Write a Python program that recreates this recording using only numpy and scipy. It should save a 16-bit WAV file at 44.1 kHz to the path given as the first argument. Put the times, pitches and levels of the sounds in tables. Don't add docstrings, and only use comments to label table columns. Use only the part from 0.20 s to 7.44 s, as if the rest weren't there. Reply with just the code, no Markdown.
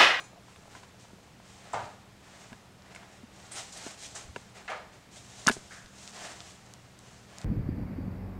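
import sys
import numpy as np
from scipy import signal
from scipy.fft import rfft, irfft
from scipy.io import wavfile

SR = 44100
rng = np.random.default_rng(int(sys.argv[2]) if len(sys.argv) > 2 else 0)


def dump(signal):
    limited = np.clip(np.atleast_2d(signal).T, -1, 1)
    pcm = np.round(limited * 32767).astype(np.int16)
    wavfile.write(sys.argv[1], SR, pcm)


N = 319501
T = np.arange(N) / SR


def rustle(hissing, rubbing, catch_db=1.04, catch_hz=35):
    # f/Hz, level/dB
    hairs = [(300, -34), (1500, -8.5), (3000, 3.5), (4500, 3), (6800, 6), (8400, 2.5), (10000, -9),
             (12000, -19.5), (16000, -31)]
    backing = [(100, -17.5), (330, -2), (520, -2), (630, 2.5), (750, 2), (950, -2), (1300, -1.5),
               (2000, -1), (3000, -7.5), (5000, -13), (12000, -51)]
    hiss = colour(slips(N, per_s=6000, spread_db=1.0), hairs) * hissing
    rub = colour(slips(N), backing) * rubbing
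    return (hiss + rub) * amp(catch_db * drift(catch_hz))


def sliding(rub_trim_db=-1.14):
    # t/s, swell/s, fade/s, hiss/dB, rub/dB
    slides = [(0.2, 0.18, 0.38, -63.5, -62), (0.48, 0.095, 0.071, -58.5, -55),
              (0.785, .03, 0.075, -58, -62), (0.98, 0.072, 0.057, -68, -66), (1.21, 0.15, .2, -59.5, -60),
              (1.36, 0.3, 0.079, -59, -51.5), (1.98, 0.27, 0.12, -59, -55.5), (2.6, 0.21, .15, -64, -54.5),
              (2.88, .06, .1, -63, -62), (3.102, 0.15, 0.34, -58, -56.5), (3.31, .012, .1, -49, -51),
              (3.35, .035, 0.061, -40.5, -43.5), (3.518, .16, 0.075, -46.5, -47.5),
              (3.77, 0.075, 0.098, -46, -53), (3.944, 0.023, 0.067, -46.5, -46),
              (4.14, 0.038, .12, -57, -56.5), (4.338, 0.035, 0.14, -57, -50),
              (4.715, .02, .12, -63.5, -58.5), (4.908, 0.061, 0.23, -53, -58),
              (5.08, 0.18, 0.26, -51.5, -55), (5.49, 0.066, 0.084, -54, -57.5), (5.72, 0.18, .06, -51, -56),
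              (5.921, .14, 0.12, -46.5, -44), (6.17, 0.14, 0.066, -54, -60.5),
              (6.4, 0.096, .35, -64, -61.5), (6.76, 0.18, 0.21, -60.5, -61), (7.07, 0.16, 0.14, -58.5, -52)]
    power = np.zeros((2, N))
    for s, swell_s, fade_s, hiss_db, rub_db in slides:
        t = np.maximum(T - s, 0)
        swell = np.sin(np.pi / 2 * np.minimum(t / swell_s, 1)) ** 0.71
        fade = np.exp(-(np.maximum(t - swell_s, 0) / fade_s) ** 0.9)
        power += (amp([[hiss_db], [rub_db + rub_trim_db]]) * swell * fade) ** 2
    return np.sqrt(power)


def hollow(rubbing, hz=735, share_db=-9):
    return amp(share_db) * rubbing * unit(focus(slips(N), hz, octaves=0.24))


def blows(hard_db=-19):
    # t/s, level over 10 ms/dB, f/Hz, width/oct
    hits = [(0.176, -53, 615, 0.4), (0.361, -54, 1200, 2), (0.551, -49, 1700, 1.3),
            (0.6341, -52, 1800, 0.94), (0.933, -50.5, 219, 0.89), (1.2, -55.5, 895, 0.96),
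            (2.32, -46, 220, 1.5), (2.329, -44.5, 484, 2.3), (2.749, -50, 2290, 1.2),
            (2.761, -46.5, 2100, 1.2), (2.831, -51.5, 1200, 1.8), (3.032, -43.5, 222, 0.26),
            (3.665, -39.5, 330, 1.8), (4.088, -42.5, 88, 0.44), (4.1613, -38.5, 1910, 0.95),
            (4.1638, -38, 485, 1.25), (5.2708, -22, 5320, 0.35), (5.2713, -27, 239, 0.59),
            (5.2793, -20.5, 1700, 0.83), (5.285, -18.5, 1380, 0.32), (5.2902, -32, 4670, 0.61),
            (5.2961, -27, 286, 0.72), (5.2967, -26.5, 1900, 1), (5.3162, -45, 3840, 1.3),
            (5.3674, -41.5, 230, 1.1)]
    # f/Hz, level/dB, t60/s
    modes = [(130, -19, .05), (244, -4.5, 0.03), (414, -2.5, 0.021), (600, -20, .02), (703, 1, 0.013),
             (997, 2.5, 0.015), (1360, -9.5, 0.02), (1510, -1, 0.016), (1670, -6.5, 0.034),
             (2204, 0.5, 0.0071), (2750, 5, 0.0054), (3620, -1.5, 0.0076), (4650, 2, 0.0028),
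             (6500, -0.5, 0.0024), (8200, -4, 0.0092)]
    out, t = np.zeros(N), T[:SR // 8]
    case = sum(amp(db - 60 * t / t60) * np.sin(2 * np.pi * hz * t) for hz, db, t60 in modes)
    for s, db, hz, octaves in hits + patter():
        push = amp(0.15 * (db - hard_db)) * (t == 0)
        scuff_s = 0.0024 * (1000 / hz) ** 0.43
        scuff = 0.13 * slips(len(t)) * np.exp(-t / scuff_s)
        ring = focus(signal.fftconvolve(push + scuff, case)[:len(t)], hz, octaves)
        rms_10ms = np.sqrt(np.sum(ring ** 2) / (SR / 100))
        add(out, s, amp(db) * ring / rms_10ms)
        scrape = skid(hz=8370, octaves=1.0, fade_s=0.0028, rise_s=0.00075, top_hz=9800)
        add(out, s, amp(-23 + 1.67 * (db - hard_db)) * scrape)
    return out


def patter(span_s=(0.082, 0.97), per_s=13, db=-56, hz=746, octaves=0.89):
    slots = np.arange(*span_s, 1 / per_s)
    jitter = rng.uniform(-1, 1, (len(slots), 3))
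    return [(s + (1 + late) / (2 * per_s), db - softer_db, hz * 2 ** (0.4 * pitch), octaves)
            for s, (late, softer_db, pitch) in zip(slots, jitter)]


def shoves():
    # t/s, level/dB, time constant/s
    pushes = [(4.051, -46, 0.0045), (5.275, -31, 0.0014), (5.301, -36, 0.0025), (5.372, -46.5, 0.0048),
              (5.642, -49, 0.0056)]
    out = np.zeros(N)
    for s, db, tau_s in pushes:
        u = T[:SR // 8] / tau_s
        add(out, s, amp(db) * 2 * u * (2 - u) * np.exp(-u))
    return out


def skids():
    # t/s, level/dB, f/Hz, width/oct, fade/s
    bursts = [(1.531, -36.5, 7600, 0.21, 0.004), (1.54, -53, 6500, 0.56, 0.036),
              (2.748, -49, 7000, 0.63, 0.013), (3.316, -43, 8600, 0.21, 0.056),
              (3.522, -45.5, 6460, 0.68, 0.036), (3.569, -42.5, 7450, 1.8, 0.015),
              (3.9506, -41, 7200, 0.38, 0.031), (4.497, -51.5, 6500, 1.8, 0.027),
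              (5.264, -29, 1030, 1.4, 0.025), (5.312, -25, 1600, 1.8, 0.0049),
              (5.322, -37.5, 7000, 0.67, 0.023), (5.507, -47.5, 1570, 0.4, 0.095)]
    out = np.zeros(N)
    for s, db, hz, octaves, fade_s in bursts:
        add(out, s, amp(db) * skid(hz, octaves, fade_s))
    return out


def skid(hz, octaves, fade_s, rise_s=0.0014, top_hz=8700):
    t = T[:SR // 3]
    hiss = unit(muffle(focus(slips(len(t)), hz, octaves), top_hz))
    return hiss * (1 - np.exp(-t / rise_s)) * np.exp(-t / fade_s)


def snags(rasp_s=0.00092):
    # t/s, peak/dB, f/Hz
    releases = [(2.622, -40.5, 4800), (5.661, -36, 5030), (5.877, -25.5, 5050), (6.205, -26.5, 4350),
                (6.4643, -40, 5500), (6.538, -29, 7000), (6.791, -35.5, 7300), (7.1846, -26, 6500),
                (7.216, -31.5, 6200)]
    out, t = np.zeros(N), T[:SR // 50]
    for s, db, hz in releases:
        rasp = 0.086 * slips(len(t)) * np.exp(-t / rasp_s)
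        snap = muffle(focus((t == 0) + rasp, hz, octaves=1.0), top_hz=1.34 * hz)
        add(out, s, amp(db) * snap / abs(snap).max())
    return out


def tag(rise_s=0.00081):
    # f/Hz, level/dB, t60/s
    modes = [(1040, -60, .3), (1620, -61, 0.32), (2460, -59, 0.25), (4021, -70, .4), (4140, -65, .3),
             (5023, -69, 0.32), (5313, -72, .3), (6040, -56, 0.16), (6347, -65, 0.28), (6800, -57, 0.18),
             (7050, -58, 0.33), (7720, -60, .28), (9130, -57, 0.19)]
    # t/s, gain/dB
    taps = [(0.0, 2), (0.039, -1)]
    out, t = np.zeros(N), T[:SR // 2]
    for s, tap_db in taps:
        ring = sum(amp(db - 60 * t / t60) * np.sin(2 * np.pi * (hz * t + rng.random()))
                   for hz, db, t60 in modes)
        add(out, s, amp(tap_db) * ring * (1 - np.exp(-t / rise_s)))
    return out


def clunks(clatter_s=0.0046, rise_s=0.001):
    # t/s, level/dB, f/Hz, width/oct
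    knocks = [(0.002, -51, 800, 1.9), (1.5335, -33, 750, 0.61), (1.54, -48, 130, 0.94),
              (1.5414, -38, 1200, 0.77), (1.5805, -39.5, 950, 0.55), (4.478, -39.5, 1600, 0.59),
              (4.493, -39.5, 610, 0.35), (4.502, -45.5, 2030, 0.58), (4.516, -40, 1110, 0.79)]
    out = np.zeros(N)
    for s, db, hz, octaves in knocks:
        tail = room_tail()
        t = T[:len(tail)]
        clatter = 2.2 * slips(len(t)) * np.exp(-t / clatter_s)
        edges = (1 - np.exp(-t / rise_s)) * np.minimum(1, 10 * (1 - t / t[-1]))
        clunk = focus(wood(tail + clatter) * edges, hz, octaves)
        add(out, s, amp(db) * clunk / np.std(clunk[:SR // 25]))
    return muffle(out, top_hz=8500)


def wood(x):
    # f/Hz, width/Hz, level/dB
    modes = [(112, 9, 5), (260, 240, -4.5), (604, 160, -1), (773, 69, 2.5), (790, 98, -6), (936, 70, 1.5),
             (1217, 37, 5.5), (1360, 150, -5.5), (1700, 380, -5), (2200, 220, -2.5), (2700, 330, -7.5),
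             (3170, 230, -2.5), (4200, 1900, -3.5), (7000, 2900, -5)]
    f = bins(x)
    power = sum(amp(db) ** 2 / (1 + (2 * (f - hz) / width_hz) ** 2) for hz, width_hz, db in modes)
    return irfft(rfft(x) * np.sqrt(power), len(x))


def shelves(x):
    # delay/s, level/dB
    reflections = [(0.0016, -33), (0.0029, -26), (0.0047, -22.5), (0.0071, -22), (0.0099, -14.5)]
    out = x.copy()
    for delay_s, db in reflections:
        add(out, delay_s, amp(db) * x)
    return out * np.std(x) / np.std(out)


def room_tail():
    # f/Hz, t60/s
    decay = [(100, 1), (700, 0.46), (1500, 0.46), (3000, 0.43), (8000, 0.55)]
    hz, t, spectra = signal.stft(rng.standard_normal(SR // 2), SR, nperseg=256)
    fade = amp(-60 * t / read(decay, hz)[:, None])
    return signal.istft(spectra * fade, SR, nperseg=256)[1]


def room_tone(air_db=-56, waver_db=2.0, waver_hz=1.398):
    # f/Hz, relative density/dB
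    air = [(20, -10), (40, -4.5), (75, 4.5), (130, 3), (200, 1.5), (290, -3.5), (480, -4.5), (800, -6.5),
           (1500, -10.5), (3000, -14), (7500, -20.5), (10500, -27.5), (15000, -34)]
    # f/Hz, rms/dB
    hum = [(119.6, -64.5), (177, -70), (196, -67)]
    out = amp(air_db) * colour(rng.standard_normal(N), air)
    for hz, db in hum:
        peak = np.sqrt(2) * amp(db + waver_db * drift(1.1))
        cycles = np.cumsum(hz + waver_hz * drift(2.96)) / SR
        out += peak * np.sin(2 * np.pi * cycles)
    return out


def slips(count, per_s=9000, spread_db=1.5):
    size = amp(spread_db * np.minimum(rng.exponential(1, count), 4))
    clicks = size * rng.choice([-1, 1], count) * (rng.random(count) < per_s / SR)
    return unit(clicks + 0.12 * rng.standard_normal(count))


def drift(corner_hz):
    noise = rng.standard_normal(N)
    return unit(irfft(rfft(noise) / (1 + (bins(noise) / corner_hz) ** 4), N))


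def focus(x, hz, octaves, skirt_db=36, size=4096):
    f = abs(np.fft.fftfreq(size, 1 / SR)) + 10
    away = (np.log2(f / hz) / octaves) ** 2
    log_gain = np.log(amp(-skirt_db * away / (away + 5)))
    taps = np.fft.ifft(np.exp(np.conj(signal.hilbert(log_gain)))).real
    return signal.fftconvolve(x, taps[:size // 2])[:len(x)]


def muffle(x, top_hz):
    return signal.sosfilt(signal.butter(4, top_hz, fs=SR, output="sos"), x)


def colour(x, spectrum):
    return unit(irfft(rfft(x) * amp(read(spectrum, bins(x))), len(x)))


def read(points, hz):
    f, value = np.transpose(points)
    return np.interp(np.log(hz + 1), np.log(f + 1), value)


def bins(x):
    return np.fft.rfftfreq(len(x), 1 / SR)


def amp(db):
    return 10 ** (np.asarray(db) / 20)


def unit(x):
    return x / np.sqrt(np.mean(x ** 2) + 1e-20)


def add(mix, s, sound):
    part = mix[max(round(s * SR), 0):][:len(sound)]
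    part += sound[:len(part)]


def scene(wet_db=-28):
    near = blows() + skids() + snags()
    tail = room_tail()
    echo = signal.fftconvolve(near, tail / np.linalg.norm(tail))[:N]
    hissing, rubbing = sliding()
    around = shelves(rustle(hissing, rubbing) + clunks())
    return (near + amp(wet_db) * echo + shoves() + around + hollow(rubbing) + tag() + room_tone())[None]


def record(dry, edge_hz=15850):
    lowpass = signal.firwin(511, edge_hz, window=("kaiser", 9), fs=SR)
    return signal.oaconvolve(dry, lowpass[None], "same")


dry = scene()
out = record(dry)
dump(out)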